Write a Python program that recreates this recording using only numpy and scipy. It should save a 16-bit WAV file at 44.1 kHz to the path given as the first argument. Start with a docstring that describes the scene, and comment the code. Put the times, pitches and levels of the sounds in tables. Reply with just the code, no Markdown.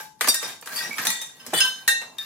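"""A scrape, a small knock and a faint low ring on the left come first, then clanks, thuds and squeals.
Cut aluminium tubes lie in a heap on a garage's concrete floor: bolt cutters strike and ring, a shoe shoves
the heap along, and single tubes tip over and ring. Contacts and thuds are decaying noise, scrapes are
filtered stick-slip clicks, ringing and loose pieces are damped sines, and squeals are sustained modes.
The hard room answers each by convolution with a dense echo, over still air."""
import sys
import numpy as np
from scipy import signal
from scipy.io import wavfile

SR = 44100
rng = np.random.default_rng(int(sys.argv[2]) if len(sys.argv) > 2 else 0)


def unload_wav(signal):
    """Save mono or channel-first audio to the path in sys.argv[1] as 16-bit WAV at rate SR, clipped to [-1, 1]."""
    wavfile.write(
        sys.argv[1],
        SR,
        np.round(np.clip(np.atleast_2d(signal).T, -1, 1) * 32767).astype(np.int16),
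    )


N = 99225
TIME = np.arange(N) / SR
# bands of about half an octave: edges and centres, f/Hz
EDGES = np.append(np.geomspace(45, 14400, 19), 16300)
CENTRES = np.sqrt(EDGES[1:] * EDGES[:-1])

# Balances are left over right: positive leans left.
# how hard the heap grinds over the concrete: [t/s, level/dB]
DRAG = [(0, -33), (.13, -84), (.2, -59), (.22, -33), (.39, -45), (.45, -33.5), (.52, -42.5), (.6, -74),
        (.65, -45), (.68, -40.5), (.74, -31.5), (.785, -28.5), (.85, -37.5), (.95, -41), (1.0, -34),
        (1.04, -28.5), (1.08, -34), (1.15, -37.5), (1.25, -49), (1.33, -55.5), (1.525, -44.5), (1.545, -26),
        (1.585, -24), (1.63, -31.5), (1.72, -48), (1.85, -55.5), (2.16, -59.5), (2.22, -40), (2.25, -53)]
# colour of the grinding: [f/Hz, level/dB per half octave, before DRAG and GRIT_DB]
GRIND_COLOUR = [(80, -59), (300, -36), (700, -20), (1100, -14.5), (1700, -8.5), (3000, -11), (4800, -9),
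                (8500, -12.5), (12000, -7), (16000, -18)]
# shoes scuffing on the floor: [t/s, level/dB]
SCUFF = [(0, -48), (.17, -70), (.25, -32), (.37, -85), (.44, -35.5), (.6, -54.5), (.72, -43), (.87, -39.5),
         (.95, -47.5), (1.02, -37), (1.09, -39.5), (1.2, -51), (1.33, -56.5), (1.48, -46), (1.55, -52),
         (1.63, -39), (1.72, -50.5), (1.95, -52.5), (2.05, -45), (2.25, -57.5)]
# colour of the scuffing: [f/Hz, level/dB per half octave, before SCUFF]
SCUFF_COLOUR = [(50, -56), (130, -25.5), (260, -20), (550, -21.5), (900, -8), (1600, -53), (4000, -55)]
# still air of the garage: [f/Hz, level/dB per half octave]
AIR = [(30, -100), (55, -81), (80, -85), (140, -69), (250, -71.5), (700, -86), (2000, -98), (8000, -105),
       (16000, -100)]
# hard contacts of metal and concrete, before colour:
# [t/s, body level/dB, middle level/dB, treble level/dB, t60/s]
CLACKS = [(.001, -45.5, -35, -44.5, 0.016), (0.2096, -35.5, -20, -22, 0.059),
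          (0.2443, -42, -23, -32, 0.041), (0.274, -32.5, -23, -24, 0.061), (0.284, -35, -30, -14.5, 0.043),
          (0.343, -48.5, -39, -20.5, 0.074), (0.427, -41.5, -35, -38, 0.11),
          (0.612, -75, -89, -39.5, 0.039), (0.625, -48.5, -38, -48, 0.025), (0.659, -53.5, -50, -40, 0.16),
          (0.673, -76, -30.5, -40, 0.035), (0.982, -62, -27.5, -34, 0.17), (1.052, -45, -32, -26, 0.098),
          (1.069, -51, -22.5, -16, 0.021), (1.103, -53, -28.5, -21.5, 0.027), (1.215, -56, -42, -31, 0.06),
          (1.464, -49.5, -45.5, -34.5, 0.066), (1.535, -23, -26, -32, 0.054),
          (1.604, -46, -29.5, -21, 0.023), (1.8774, -74, -27, -18, 0.081), (2.015, -52.5, -41, -49, 0.17),
          (2.1837, -76, -40, -37, 0.047)]
# where body, middle and treble are read: [f/Hz]
CLACK_ZONES_HZ = [400, 1600, 9000]
# colour shared by all contacts: [f/Hz, level/dB]
CLACK_COLOUR = [(50, -92), (130, -35), (260, -16), (550, 2.5), (950, -5.5), (1600, 1), (3000, -7),
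                (6000, -2), (12500, -4), (16000, -29)]
# slips that make one mode sing out:
# [t/s, f/Hz, level/dB, swell/s, hold/s, t60/s, pitch jitter/Hz, balance/dB]
SQUEALS = [(.001, 861, -43, 0.00083, 0.009, 0.52, 7, 11), (0.693, 1620, -38.5, 0.021, 0.015, .15, 69, 1),
           (0.746, 4570, -32.5, 0.023, .02, .12, 70, 8), (0.758, 4930, -29.5, .025, .01, .12, 153, 5),
           (0.763, 1915, -31.5, 0.044, 0.05, 0.15, 12.7, -1),
           (0.811, 5780, -37.5, .025, 0.022, 0.12, 27, 6), (.904, 2252, -28.5, 0.0097, 0.01, .16, 78, -5),
           (1.098, 3636, -37, 0.021, 0.11, 0.35, 70, 2), (1.562, 4556, -27, 0.011, 0, .06, 40, -1),
           (1.631, 1005, -32, .025, 0.018, 0.1, 4.1, 5)]
# dull blows of shoe and heap on the floor: [t/s, level/dB, centre f/Hz, t60/s]
THUDS = [(0.282, -31, 255, 0.033), (0.892, -31, 305, 0.017), (.988, -34.5, 215, 0.034),
         (1.075, -33.5, 226, 0.039), (1.474, -38, 215, 0.096), (1.5306, -34.5, 298, 0.016),
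         (1.5313, -13.5, 570, 0.023), (1.539, -39.5, 145, 0.12)]
# modes of the pieces that ring; CUTTERS are probably the bolt cutters:
# [hz: f/Hz, db: level/dB, t60: t60/s, pan_db: balance/dB]
SHORT_TUBE = dict( hz=[3674, 4617, 5650, 6842, 8138, 8568, 9215, 13295],
              db=[-28.5, -14.5, -19.5, -33, -16, -20.5, -17.5, -22],
              t60=[0.37, 0.07, 0.11, 0.33, 0.05, 0.085, 0.077, 0.074],
              pan_db=[-1.5, 5, 0, 7, -9, 8, -10, -19])
CUTTERS = dict( hz=[525, 830, 1589, 1861, 2714, 3671, 4038, 5415, 6062, 6245, 6816, 7151, 8524, 9964, 10928, 12180],
           db=[-38.5, -36, -23.5, -11, -27, -22.5, -18.5, -32, -35, -28, -35, -28.5, -23, -40, -23.5, -19],
           t60=[0.23, 0.26, 0.2, 0.25, 0.46, 0.32, 0.32, 0.35, 0.39, 0.34, 0.36, 0.25, .22, .24, .17, 0.13],
           pan_db=[-4, -6.5, 4, -1, 1, -2.5, 10.5, 18, 1, 3, -11, -2, -2, 13, -5, -3])
NUDGED_TUBE = dict( hz=[1571, 3687, 4604, 5045, 5637, 6141, 6840, 7077, 8741, 9187],
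               db=[-35, -28, -38, -29, -33, -41, -38, -36.5, -34.5, -38],
               t60=[0.37, 0.4, 0.31, 0.17, 0.27, 0.26, 0.3, 0.27, 0.17, 0.23],
               pan_db=[-3, 0, -7, 5, 8, -3, 6, 5, -4, 10])
HEAP = dict( hz=[877, 1930, 3640, 3760, 5619, 5885, 6298, 9065],
        db=[-34.5, -32, -30.5, -26, -25.5, -31, -30, -27.5],
        t60=[0.23, 0.7, 0.51, 0.21, 0.096, 0.23, .38, .24], pan_db=[2, 1, 7, 4, -6, 10, -1, 0])
BENT_TUBE = dict( hz=[1559, 2716, 3040, 3690, 4153, 4500, 5132, 5378, 6255, 6519],
             db=[-20, -18, -15, -29, -27, -41, -14.5, -28, -20, -32],
             t60=[0.41, 0.19, 0.35, 0.45, 0.45, 0.31, 0.18, .3, 0.23, 0.37],
             pan_db=[2.5, 5, -1, 3, 5, -7, -1.5, 7, 0.5, 0])
SLIDING_TUBE = dict( hz=[1865, 3000, 3446, 7647, 8262, 9207], db=[-26.5, -23.5, -26, -25, -28.5, -27],
                t60=[0.15, 0.24, 0.25, 0.12, 0.15, 0.22], pan_db=[-4, 9, 10, -4, 2, -6])
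TAPPED_TUBE = dict( hz=[1760, 3670, 3780, 9245], db=[-47, -25, -38, -55], t60=[0.33, 0.13, .17, .16],
               pan_db=[2, 3.5, 3, 1.4])
# blows that set each piece ringing: [t/s, level/dB]
SHORT_BLOWS = [(.2875, 3)]
CUTTER_BLOWS = [(.3396, -15.5), (1.879, 0)]
NUDGED_BLOWS = [(.341, -3), (.432, -5.5)]
HEAP_BLOWS = [(.985, -26), (1.0697, -0.5), (1.214, -11.5)]
BENT_BLOWS = [(1.398, -33), (1.6057, -1.5)]
SLIDING_BLOWS = [(1.539, 0), (1.577, 1.5)]
TAPPED_BLOWS = [(2.1852, 0)]
# decay of the garage's echo: [f/Hz, t60/s]
ROOM_T60 = [(100, 0.24), (600, 0.28), (2500, 0.27), (7000, 0.42), (15000, 0.16)]
# left-right likeness of diffuse sound: [f/Hz, correlation]
ROOM_LIKENESS = [(100, 0.69), (400, 0.54), (1000, 0.057), (2500, 0.08), (10000, 0.017)]
# leaning of the contact noise: [f/Hz, balance/dB]
LEANING = [(200, -1), (800, -1), (4500, 2), (9000, -2), (14000, 0)]
# width of the direct noise: [f/Hz, side over middle level/dB]
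WIDTH = [(300, -25), (1500, -12), (5000, 5), (12000, -9)]

SLIPS_PER_S, SLIP_SPREAD_DB, GRIT_DB = 800, 2.5, -5.5
# the slipping contact makes the grinding come in patches and a singing mode flutter
GRIND_PATCH_DB, GRIND_PATCH_HZ = 3, 69.5
SQUEAL_WAVER_HZ, SQUEAL_FLUTTER_DB = 221.2, 3
# loose pieces rattle under the drag and after each hard contact
RATTLES_PER_S, RATTLE_DB, RATTLE_T60_S, RATTLE_SPREAD_DB = 240, -3, .1, 11.5
CLACK_RING_DB, RATTLE_PAN_DB = -15, 6.5
THUD_SKIRT_DB_PER_OCT = 19
# each ringing mode wavers unevenly as its reflections interfere, made here with close neighbouring sines
NEIGHBOUR_DB, NEIGHBOUR_OFFSET_HZ, NEIGHBOUR_BUILD_S = -2.5, 39.3, 0.0092
PHASE_SPREAD_RAD = 1.043
ROOM_DELAY_S, CLACK_ROOM_DB, GRIND_ROOM_DB, RING_ROOM_DB = 0.00041, -7.5, 0.5, -9.5
CUTOFF_HZ = 15800


def from_db(db):
    """Logarithmic level: 20 dB is a factor of ten in amplitude."""
    return 10 ** (np.asarray(db) / 20)


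def at_hz(points, hz):
    """Logarithmic frequency axis: a spectrum is read linearly in log f."""
    f, value = np.transpose(points)
    return np.interp(np.log(hz), np.log(f), value)


def gain_curve(points):
    """Amplitude modulation: a dB curve becomes a gain for every sample."""
    return from_db(np.interp(TIME, *np.transpose(points)))


def pan(db):
    """Constant power: left and right gains share the same total power at any balance."""
    gains = from_db(np.array([[db], [-db]]) / 2)
    return gains / np.sqrt(np.mean(gains ** 2))


def decay(start, t60):
    """Exponential damping: silence, then a fall from 1 by 60 dB in t60."""
    elapsed = np.maximum(TIME - start, 0)
    return (TIME >= start) * np.exp(-np.log(1000) * elapsed / max(t60, 1e-3))


def wander(rate):
    """Random modulation: Gaussian values of spread 1, rate of them a second, joined by lines."""
    values = rng.standard_normal(2048)
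    return np.interp(TIME * rate, np.arange(len(values)), values)


def band(x, k):
    """Band-pass filtering: white noise of rms 1 keeps its rms in band k."""
    sos = signal.butter(2, EDGES[k:k + 2], "band", fs=SR, output="sos")
    return signal.sosfilt(sos, x + 1e-18) * np.sqrt(SR / 2 / (EDGES[k + 1] - EDGES[k]))


def contact_noise(envelope_at):
    """Middle-side mixing: noise under a frequency-dependent envelope, its width set band by band."""
    out = 0
    for k, hz in enumerate(CENTRES):
        mid, side = band(rng.standard_normal((2, N)) * envelope_at(hz), k)
        width = from_db(at_hz(WIDTH, hz))
        stereo = (mid + width * side * [[1], [-1]]) / np.hypot(1, width)
        out = out + stereo * pan(at_hz(LEANING, hz))
    return out


def slips():
    """Stick-slip friction: tiny random clicks of uneven size and either sign, rms 1."""
    sizes = from_db(SLIP_SPREAD_DB * np.minimum(rng.exponential(1, N), 4))
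    signed_sizes = sizes * rng.choice([-1, 1], N)
    clicks = signed_sizes * (rng.random(N) < SLIPS_PER_S / SR)
    return clicks / np.std(clicks)


def grinding():
    """Stick-slip on grit: tubes scrape the concrete, and each band strengthens in its own patches."""
    clicks = from_db(GRIT_DB) * slips() * gain_curve(DRAG)

    def envelope_at(hz):
        patches_db = GRIND_PATCH_DB * wander(GRIND_PATCH_HZ)
        return clicks * from_db(at_hz(GRIND_COLOUR, hz) + patches_db)
    return contact_noise(envelope_at)


def scuffing():
    """Stick-slip through broad resonances: the shoes' slips are coloured by what rubs."""
    clicks = slips() * gain_curve(SCUFF)
    return contact_noise(lambda hz: clicks * from_db(at_hz(SCUFF_COLOUR, hz)))


def diffuse(k):
    """Diffuse field: a band of noise whose left-right correlation is set by the room."""
    alike = np.clip(at_hz(ROOM_LIKENESS, CENTRES[k]), -1, 1)
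    mid, side = band(rng.standard_normal((2, N)), k)
    return np.sqrt((1 + alike) / 2) * mid + np.sqrt((1 - alike) / 2) * side * [[1], [-1]]


def still_air():
    """Stationary diffuse noise: a steady, very faint background."""
    return sum(diffuse(k) * from_db(at_hz(AIR, hz)) for k, hz in enumerate(CENTRES))


def clack_level(contact, hz):
    """Source spectrum: a contact's three zone levels, joined over log f, plus the shared colour, in dB."""
    return np.interp(np.log(hz), np.log(CLACK_ZONES_HZ), contact[1:4]) + at_hz(CLACK_COLOUR, hz)


def clacks():
    """Modal crowding: many quickly damped modes merge into a crack of decaying noise."""
    powers = np.array([decay(s, t60) ** 2 for s, *_, t60 in CLACKS])

    def envelope_at(hz):
        levels_db = [clack_level(contact, hz) for contact in CLACKS]
        return np.sqrt(from_db(levels_db) ** 2 @ powers)  # powers of overlapping contacts add
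    return contact_noise(envelope_at)


def tinkles(times, level_at):
    """Damped oscillation: short rings of loose pieces, each of random pitch, size and direction."""
    out, t = np.zeros((2, N + SR)), TIME[:SR // 4]
    fade = from_db(-60 * t / RATTLE_T60_S)
    draws = rng.uniform(-1, 1, (len(times), 5))
    for i, (s, (pitch, size, side, *phases)) in enumerate(zip(times, draws)):
        hz = np.interp(pitch, [-1, 0, 1], [900, 4500, 12300])
        wave = np.sin(2 * np.pi * hz * t + np.pi * np.array(phases)[:, None])
        gain = from_db(level_at(i, hz) + RATTLE_SPREAD_DB * size)
        start = int(max(s, 0) * SR)
        out[:, start:start + len(t)] += gain * pan(RATTLE_PAN_DB * side) * fade * wave
    return out[:, :N]


def rattles(count):
    """Secondary impacts: each contact shakes count loose modes, and dragged tubes nudge each other."""
    def drag_level(i, hz):
        return np.interp(times[i], *np.transpose(DRAG)) + at_hz(GRIND_COLOUR, hz) + RATTLE_DB

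    def shaken_level(i, hz):
        return clack_level(CLACKS[i // count], hz) + CLACK_RING_DB
    times = rng.random(int(RATTLES_PER_S * N / SR)) * N / SR
    contact_times = np.repeat([contact[0] for contact in CLACKS], count)
    return tinkles(times, drag_level) + tinkles(contact_times, shaken_level)


def squeals():
    """Friction-driven mode: it swells, holds with rough level and pitch, and rings out."""
    out = 0
    for s, hz, db, swell, hold, t60, jitter_hz, pan_db in SQUEALS:
        release = s + swell + hold
        rise = np.clip((TIME - s) / max(swell, 1e-3), 0, 1)
        envelope = rise * np.where(TIME < release, 1, decay(release, t60))
        phase = 2 * np.pi * np.cumsum(hz + jitter_hz * wander(SQUEAL_WAVER_HZ)) / SR
        flutter = from_db(db + SQUEAL_FLUTTER_DB * wander(SQUEAL_WAVER_HZ))
        out = out + pan(pan_db) * flutter * envelope * np.sin(phase)
    return out


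def thuds():
    """Broad low resonance: soft, heavy blows are decaying noise that falls off on both sides of a centre."""
    _, db, centre, _ = np.transpose(THUDS)
    shapes = np.array([decay(s, t60) for s, _, _, t60 in THUDS])

    def envelope_at(hz):
        octaves_away = np.abs(np.log2(hz / centre))
        return from_db(db - THUD_SKIRT_DB_PER_OCT * octaves_away) @ shapes
    return contact_noise(envelope_at)


def mode(hz, pan_db, count=3):
    """Beating: a sine and randomly placed close neighbours waver unevenly, differently on each side."""
    side_phase = PHASE_SPREAD_RAD * rng.uniform(-1.17, 1) * np.array([[1], [-1]])
    phase = rng.uniform(0, 2 * np.pi) + side_phase
    neighbours = 0
    for offset, *phases in rng.uniform(-1.002, 1, (count, 3)):
        near_hz = hz + NEIGHBOUR_OFFSET_HZ * offset
        neighbours = neighbours + np.sin(2 * np.pi * near_hz * TIME + np.pi * np.array(phases)[:, None])
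    build = np.clip(TIME / max(NEIGHBOUR_BUILD_S, 1e-3), 0, 1)
    near_gain = from_db(NEIGHBOUR_DB) / np.sqrt(count) * build  # NEIGHBOUR_DB is for all together
    return pan(pan_db) * (np.sin(2 * np.pi * hz * TIME + phase) + near_gain * neighbours)


def ringing(modes):
    """Modal superposition: the damped modes of one piece add up after a unit blow."""
    return sum(from_db(db) * decay(0, t60) * mode(hz, pan_db)
               for hz, db, t60, pan_db in zip(*modes.values()))


def struck(modes, blows):
    """Linear superposition: every blow adds a scaled, delayed copy of the piece's ringing."""
    out, ring = np.zeros((2, N)), ringing(modes)
    for s, db in blows:
        start = int(max(s, 0) * SR)
        out[:, start:] += from_db(db) * ring[:, :N - start]
    return out


def ringing_pieces():
    """Modal synthesis: tubes, heap and cutters each ring in their own set of modes."""
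    return (struck(SHORT_TUBE, SHORT_BLOWS) + struck(CUTTERS, CUTTER_BLOWS)
            + struck(NUDGED_TUBE, NUDGED_BLOWS) + struck(HEAP, HEAP_BLOWS)
            + struck(BENT_TUBE, BENT_BLOWS) + struck(SLIDING_TUBE, SLIDING_BLOWS)
            + struck(TAPPED_TUBE, TAPPED_BLOWS))


def garage_response():
    """Frequency-dependent reverberation: dense decaying noise, scaled to unit energy per side on average."""
    tail = 0
    for k, hz in enumerate(CENTRES):
        flat_noise = diffuse(k) * np.sqrt(EDGES[k + 1] - EDGES[k])  # equal power per hertz
        tail = tail + flat_noise * decay(ROOM_DELAY_S, at_hz(ROOM_T60, hz))
    return tail / np.sqrt(np.sum(tail ** 2) / 2)


def convolve(x, response):
    """Linear time-invariance: the room's answer is the source convolved with its response."""
    return signal.fftconvolve(np.atleast_2d(x), response, axes=1)[:, :N]


def scene():
    """Direct and reverberant sound: scrapes, contacts and ringing metal with their echo, over still air."""
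    scrapes = grinding() + scuffing() + rattles(count=24)
    knocks = clacks() + thuds()
    tones = squeals() + ringing_pieces()
    room_feed = (from_db(GRIND_ROOM_DB) * scrapes + from_db(CLACK_ROOM_DB) * knocks
                 + from_db(RING_ROOM_DB) * tones)
    echo = convolve(room_feed, garage_response())
    return scrapes + knocks + tones + echo + still_air()


def record(dry):
    """Saturation and band limiting: the highest peaks are rounded; deep bass and the top are cut."""
    rounded = np.tanh(dry)
    thinned = signal.sosfilt(signal.butter(2, 55, "high", fs=SR, output="sos"), rounded)
    return signal.sosfilt(signal.ellip(10, .1, 80, CUTOFF_HZ, fs=SR, output="sos"), thinned)


dry = scene()
out = record(dry)
unload_wav(out)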